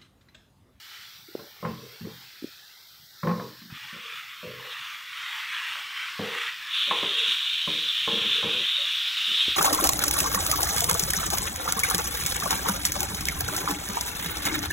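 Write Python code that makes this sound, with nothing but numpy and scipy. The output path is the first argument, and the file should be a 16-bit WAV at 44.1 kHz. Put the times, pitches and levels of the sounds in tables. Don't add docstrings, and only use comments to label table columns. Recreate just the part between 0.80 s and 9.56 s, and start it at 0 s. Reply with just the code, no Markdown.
import sys
import numpy as np
from scipy import signal
from scipy.fft import rfft, irfft, next_fast_len
from scipy.io import wavfile
from scipy.ndimage import uniform_filter1d, map_coordinates

SR = 44100
rng = np.random.default_rng(int(sys.argv[2]) if len(sys.argv) > 2 else 0)


def to_wav(s):
    ch = np.atleast_2d(s).T
    pcm = np.round(np.clip(ch, -1, 1) * 32767)
    wavfile.write(sys.argv[1], SR, pcm.astype(np.int16))


N = 386316


def amp(db):
    return 10 ** (np.asarray(db) / 20)


def unit(x):
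    return x / np.sqrt(np.mean(x ** 2) + 1e-20)


def peak(x):
    return x / np.abs(x).max()


def along(points, hz):
    point_hz, values = np.transpose(points)
    return np.interp(np.log(hz + 1), np.log(point_hz + 1), values)


def curve(rows):
    s, level_db = np.transpose(rows)
    return np.interp(np.arange(N) / SR, s, level_db, left=-150)


def wobble(knots_per_s):
    knots = rng.standard_normal(int(N * knots_per_s / SR) + 4)
    return map_coordinates(knots, [np.arange(N) * knots_per_s / SR])


def filtered(x, response):
    m = next_fast_len(N + SR // 2)
    return irfft(rfft(x, m) * response(np.fft.rfftfreq(m, 1 / SR)), m)[..., :N]


def below(x, edge_hz, width_hz):
    return filtered(x, lambda hz: np.clip((edge_hz - hz) / width_hz, 0, 1))


def bursts(spectrum, spike_db, patchy_db):
    sizes = np.minimum(rng.exponential(size=N), 6)
    z = signal.stft(rng.standard_normal(N) * amp(spike_db * sizes), nperseg=512)[2]
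    field = uniform_filter1d(rng.standard_normal(z.shape), size=2, axis=0)
    field = uniform_filter1d(field, size=22, axis=1)
    patched = signal.istft(z * amp(patchy_db * unit(field)), nperseg=512)[1][:N]
    return unit(filtered(patched, lambda hz: amp(along(spectrum, hz))))


def echo():
    # frequency in Hz, t60 in s.
    decay_t60 = [(120, 0.25), (500, 0.63), (1500, 0.4), (4000, 0.074)]
    hz, t, z = signal.stft(rng.standard_normal(SR // 2), SR, nperseg=256)
    decay = amp(-60 * t / along(decay_t60, hz)[:, None])
    tail = signal.istft(z * decay, SR, nperseg=256)[1]
    return tail / np.linalg.norm(tail)


def ringing(bass_db, treble_db, spread_db):
    # frequency in Hz, level in dB, t60 in s.
    pan_modes = [(109.3, -7.5, 0.36), (127.2, -11, 0.97), (172.8, 2, 0.17), (198.3, 3, 0.12),
                 (218, 1.5, 0.2), (303.5, -6, 0.36), (335.7, 0.5, 0.11), (399.5, -3, 0.25),
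                 (444.8, 0, 0.22), (464.3, -2, 0.33), (501.6, 2.5, 0.2), (562, 1, 0.12), (556, -12, 0.033),
                 (689, 0, 0.049), (844, -2.5, 0.17), (896, 0, 0.067), (979, -3, 0.18), (1053, 14, 0.041),
                 (1100, -8.5, 0.43), (1253, -3, 0.19), (1280, -8, 0.062), (1324, -10, 0.045),
                 (1736, -5.5, 0.059), (2040, -10, 0.051)]
    t = np.arange(SR // 2) / SR
    hz, level_db, t60_s = np.transpose(pan_modes)[:, :, None]
    weight_db = along([(250, bass_db), (330, 0.0056), (650, 0.0076), (900, treble_db)], hz)
    level_chance, phase_chance = rng.standard_normal((2, len(pan_modes), 1))
    envelope = amp(level_db + weight_db + spread_db * level_chance - 60 * t / t60_s)
    modes = envelope * np.sin(2 * np.pi * hz * t + 0.4 * phase_chance)
    return modes.sum(0) * (1 - np.exp(-t / 0.00079))


def rumble():
    # time in seconds, level in dB.
    level_rows = [(0.0, -50.5), (3.0, -52.5), (3.6, -52.5), (6.2, -52.5), (8.76, -52)]
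    # frequency in Hz, relative density in dB.
    shape = [(15, -65), (25, -29), (113, -12), (262, -24.5), (340, -18.5), (518, -24.5), (800, -19),
             (1040, -35), (1760, -120)]
    return amp(curve(level_rows)) * bursts(shape, spike_db=0, patchy_db=1.2)


def bumps():
    # start in seconds, peak in dB, pitch in Hz, t60 in s.
    pushes = [(0.486, -37, 335, 0.037), (0.552, -20, 390, 0.011), (1.271, -27.5, 350, 0.017),
              (1.624, -29, 290, 0.035), (1.643, -22.5, 293, 0.019), (2.924, -33, 147, 0.044),
              (4.95, -43.5, 584, 0.21), (7.981, -39, 564, 0.27), (8.682, -24, 313, 0.0087),
              (8.69, -40, 69, 0.13)]
    out, t = np.zeros(N + SR), np.arange(SR // 8) / SR
    for start_s, peak_db, hz, t60_s in pushes:
        push = np.sin(2 * np.pi * hz * t) + 0.22 * np.sin(2 * np.pi * 1.2 * hz * t)
        envelope = amp(-60 * t / t60_s) * (1 - np.exp(-t / 0.002))
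        out[round(start_s * SR):][:len(t)] += amp(peak_db) * peak(envelope * push)
    return out[:N] + amp(-30.5) * signal.fftconvolve(out, echo())[:N]


def scrapes():
    # start in seconds, length in s, first level in dB, bass in dB, treble in dB
    strokes = [(1.015, 0.22, -43.5, -12, -15), (1.24, .21, -47.5, -17, -3), (3.23, 0.12, -53.5, -16, -2),
               (3.788, 0.15, -46.5, -17, -0.5), (5.473, 0.12, -42, -16, -6), (6.327, 0.18, -45.5, -10, -18),
               (6.93, 0.12, -46.5, -1, -12), (7.322, 0.238, -41, 6, -3), (7.547, 0.073, -36, -12, -26),
               (7.624, 0.22, -36.5, -1.5, -5), (8.469, 0.08, -53.5, 5.5, -22)]
    attack_s, release_s, fade_db_per_s = 0.011, 0.01, 60
    slip_spread_db = 4
    slips = rng.standard_normal(N) * amp(slip_spread_db * wobble(40))
    rubbed = signal.fftconvolve(slips, ringing(bass_db=0, treble_db=0, spread_db=0))[:N]
    low, dull = below(rubbed, 430, 80), below(rubbed, 533, 96)
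    bass, middle = unit(low), unit(dull - low)
    treble = unit(below(rubbed, 1150, 240) - dull)
    out = np.zeros(N)
    for start_s, length_s, first_db, bass_db, treble_db in strokes:
        t = np.arange(N) / SR - start_s
        contact = np.clip(np.minimum(t / attack_s, (length_s - t) / release_s), 0, 1) ** 2
        stroke = contact * amp(first_db - fade_db_per_s * np.clip(t, 0, length_s))
        out += stroke * (amp(bass_db) * bass + middle + amp(treble_db) * treble)
    return out


def taps():
    # start in seconds, ring peak in dB, bass in dB, treble in dB, rattle in dB, crack in dB
    tap_rows = [(0.593, -34.5, -1, -13, -38, -9), (0.607, -55, -9, -15, -41, -15),
                (0.828, -24.5, -7.5, -5.5, -34.5, -24), (0.85, -20, 10, 5, -36.5, -5),
                (0.862, -35, -12, -3, -49, 4.5), (1.209, -33.5, 16, -12, -32, -11),
                (1.25, -32.5, 3.5, -7, -38, -10), (2.432, -21.5, 1, 1, -25.5, -6),
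                (2.472, -15, 3.5, 6, -33, -9.5), (2.491, -24, 8, 3, -41, -6), (2.513, -24, 0.5, 9, -47, -4),
                (2.597, -21.5, 4, 2.5, -48, -9), (2.817, -40, 13, -7, -31, -6), (2.9, -40.5, 6, -5, -48, 1),
                (3.128, -32.5, 5, -13, -38.5, -20), (3.63, -29.5, -0.8, -6, -26, -20),
                (5.393, -21, -3.5, -11, -34.5, -8), (6.07, -33.5, -1, -9, -28, -15),
                (6.11, -16, -6.5, 6, -39, -4), (6.229, -22, -5, -5, -46, -17),
                (6.875, -24, -1, -7, -44.5, -12), (7.276, -20.5, -2.5, 2.5, -44, -20),
                (7.627, -24.5, -13, -1, -35, -21), (8.47, -41.5, 2.7, -9, -24, -16)]
    crack_t60_s, rattle_t60_s = 0.047, 0.31
    mode_spread_db, kitchen_db = 3, -9.5
    out, t = np.zeros(N + 2 * SR), np.arange(SR // 4) / SR
    woody = signal.butter(3, [600, 2000], "band", fs=SR, output="sos")
    soft = signal.butter(2, 550, fs=SR, output="sos")
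    for start_s, peak_db, bass_db, treble_db, rattle_db, crack_db in tap_rows:
        uneven = rng.standard_normal(len(t)) * amp(6 * rng.standard_normal(len(t)))
        blows = amp(rattle_db - 60 * t / rattle_t60_s) * signal.sosfilt(soft, uneven)
        blows[0] = 1
        ring = peak(signal.fftconvolve(blows, ringing(bass_db, treble_db, mode_spread_db)))
        crack = signal.sosfilt(woody, amp(-60 * t / crack_t60_s) * rng.standard_normal(len(t)))
        ring[:len(t)] += amp(crack_db) * peak(crack)
        heard = amp(kitchen_db) * signal.fftconvolve(ring, echo())
        heard[:len(ring)] += ring
        out[round(start_s * SR):][:len(heard)] += amp(peak_db) * heard
    return out[:N]


def sizzle():
    # time in seconds, level in dB.
    hiss_rows = [(0.0, -48), (0.22, -47), (0.44, -51.5), (0.78, -51), (0.9, -50), (1.5, -49), (2.15, -51.5),
                 (2.55, -48), (2.95, -50.5), (3.76, -50), (4.6, -47), (5.4, -44.5), (5.8, -47.5),
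                 (6.1, -47.5), (7.1, -42.5), (7.9, -46.5), (8.2, -40), (8.76, -37.5)]
    crackle_rows = [(0.0, -53), (0.14, -46.5), (0.41, -55), (1.46, -53.5), (2.27, -58), (2.88, -54.5),
                    (2.95, -42), (3.39, -38.5), (3.46, -44), (3.75, -42), (4.1, -36), (4.24, -41),
                    (4.42, -34.5), (4.66, -35.5), (4.75, -32.5), (4.92, -32), (5.07, -36.5), (5.27, -33.5),
                    (5.37, -37.5), (5.54, -31.5), (5.66, -31), (5.76, -39.5), (5.93, -36), (6.49, -36.5),
                    (6.9, -43.5), (7.59, -35.5), (8.2, -41), (8.76, -42.5)]
    fizz_rows = [(5.75, -59), (5.9, -39), (5.94, -27.5), (6.02, -26), (6.31, -28), (6.5, -25.5), (6.6, -27),
                 (7.46, -27), (7.6, -27.5), (8.06, -26), (8.35, -30), (8.61, -22.5), (8.76, -27.5)]
    # frequency in Hz, relative density in dB.
    fine_shape = [(800, -62), (1300, -3.5), (2500, -4.5), (4000, 0.5), (5700, -4), (6200, -11.5),
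                  (9400, -17.5), (11400, -20.5), (13000, -23)]
    top_shape = [(9000, -33), (11300, -20), (12500, -5.5), (14000, -6.5), (15750, -5.5)]
    broad_shape = [(440, -33), (750, -23), (1110, -3.5), (2030, -1), (2390, 0), (3470, -1.5), (4910, -24),
                   (5580, -19.5), (9190, -25.5), (12000, -32.5), (15600, -70), (22000, -120)]
    bright_shape = [(1060, -26), (1800, -15), (2030, -16.5), (2410, -6.5), (3480, 4.5), (3770, 2.5),
                    (4890, -30), (5510, -21.5), (9160, -31.5), (9920, -29), (12000, -34.5), (15600, -63),
                    (22000, -120)]
    # centre in seconds, peak in dB, length in s (full width at 1/e power).
    spit_rows = [(3.921, -36.5, 0.023), (6.39, -26, .03), (6.51, -24.5, 0.067), (7.556, -27, 0.06),
                 (7.743, -33, 0.028), (8.382, -27, 0.017)]

    t = np.arange(N) / SR
    hiss_db, crackle_db, fizz_db = curve(hiss_rows), curve(crackle_rows), curve(fizz_rows)
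    sputter = wobble(11)

    fine = amp(hiss_db + 0.46 * sputter) * bursts(fine_shape, spike_db=1.9, patchy_db=2.3)

    top_mean_db, top_follows = -53, 0.34
    top_db = top_mean_db + top_follows * (hiss_db - hiss_db.mean()) + 0.8 * wobble(5)
    top = amp(top_db + 0.7 * sputter) * bursts(top_shape, spike_db=1.5, patchy_db=1.8)

    large_lift_db, large_drowned_db = 6, -15
    boiling = np.minimum(amp(fizz_db - crackle_db), 1)
    large_db = large_lift_db + large_drowned_db * boiling + 2.4 * wobble(6)
    crackle = bursts(broad_shape, spike_db=2.5, patchy_db=2.5)
    crackle = crackle + (amp(large_db) - 1) * below(crackle, 1000, 230)
    broad = amp(crackle_db + 0.4 * sputter + 0.4 * wobble(60)) * crackle

    spit_power = sum(amp(2 * peak_db) * np.exp(-(2 * (t - centre_s) / length_s) ** 2)
                     for centre_s, peak_db, length_s in spit_rows)
    fizz_power = amp(2.008 * (fizz_db + 0.22 * sputter + 0.51 * wobble(60)))
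    fizz_gain = np.sqrt(fizz_power + spit_power)
    bright = fizz_gain * bursts(bright_shape, spike_db=2.5, patchy_db=2.0)
    return fine + top + broad + bright


def scene():
    no_deep_bass = signal.butter(3, 90, "high", fs=SR, output="sos")
    pan = signal.sosfilt(no_deep_bass, scrapes() + taps())
    return np.tile(rumble() + bumps() + pan + sizzle(), (2, 1))


def record(dry):
    # frequency in Hz, level in dB per band.
    thresholds = [(100, -58), (500, -62), (800, -61.5), (1100, -78), (2800, -70), (4000, -77), (6500, -102),
                  (9000, -120)]
    # centre in Hz, width in Hz, gain in dB.
    port_dips = [(9160, 410, -2.5), (11270, 240, -2)]
    floor_db, top_hz = -18, 15720
    hz, _, z = signal.stft(dry, SR, nperseg=512, noverlap=384)
    power = uniform_filter1d(np.abs(z) ** 2, size=2, axis=1)
    power = uniform_filter1d(power, size=17, axis=2, origin=7)
    threshold_power = amp(along(thresholds, hz))[:, None] ** 2
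    gain = np.clip(1 - threshold_power / (np.abs(power) + 1e-20), amp(floor_db), 1)
    kept = signal.istft(z * gain, SR, nperseg=512, noverlap=384)[1][:, :N]

    def port(f):
        dips_db = sum(db * np.exp(-((f - centre) / width) ** 2) for centre, width, db in port_dips)
        return amp(dips_db) * (f < top_hz)

    return filtered(kept, port)


dry = scene()
out = record(dry)
to_wav(out)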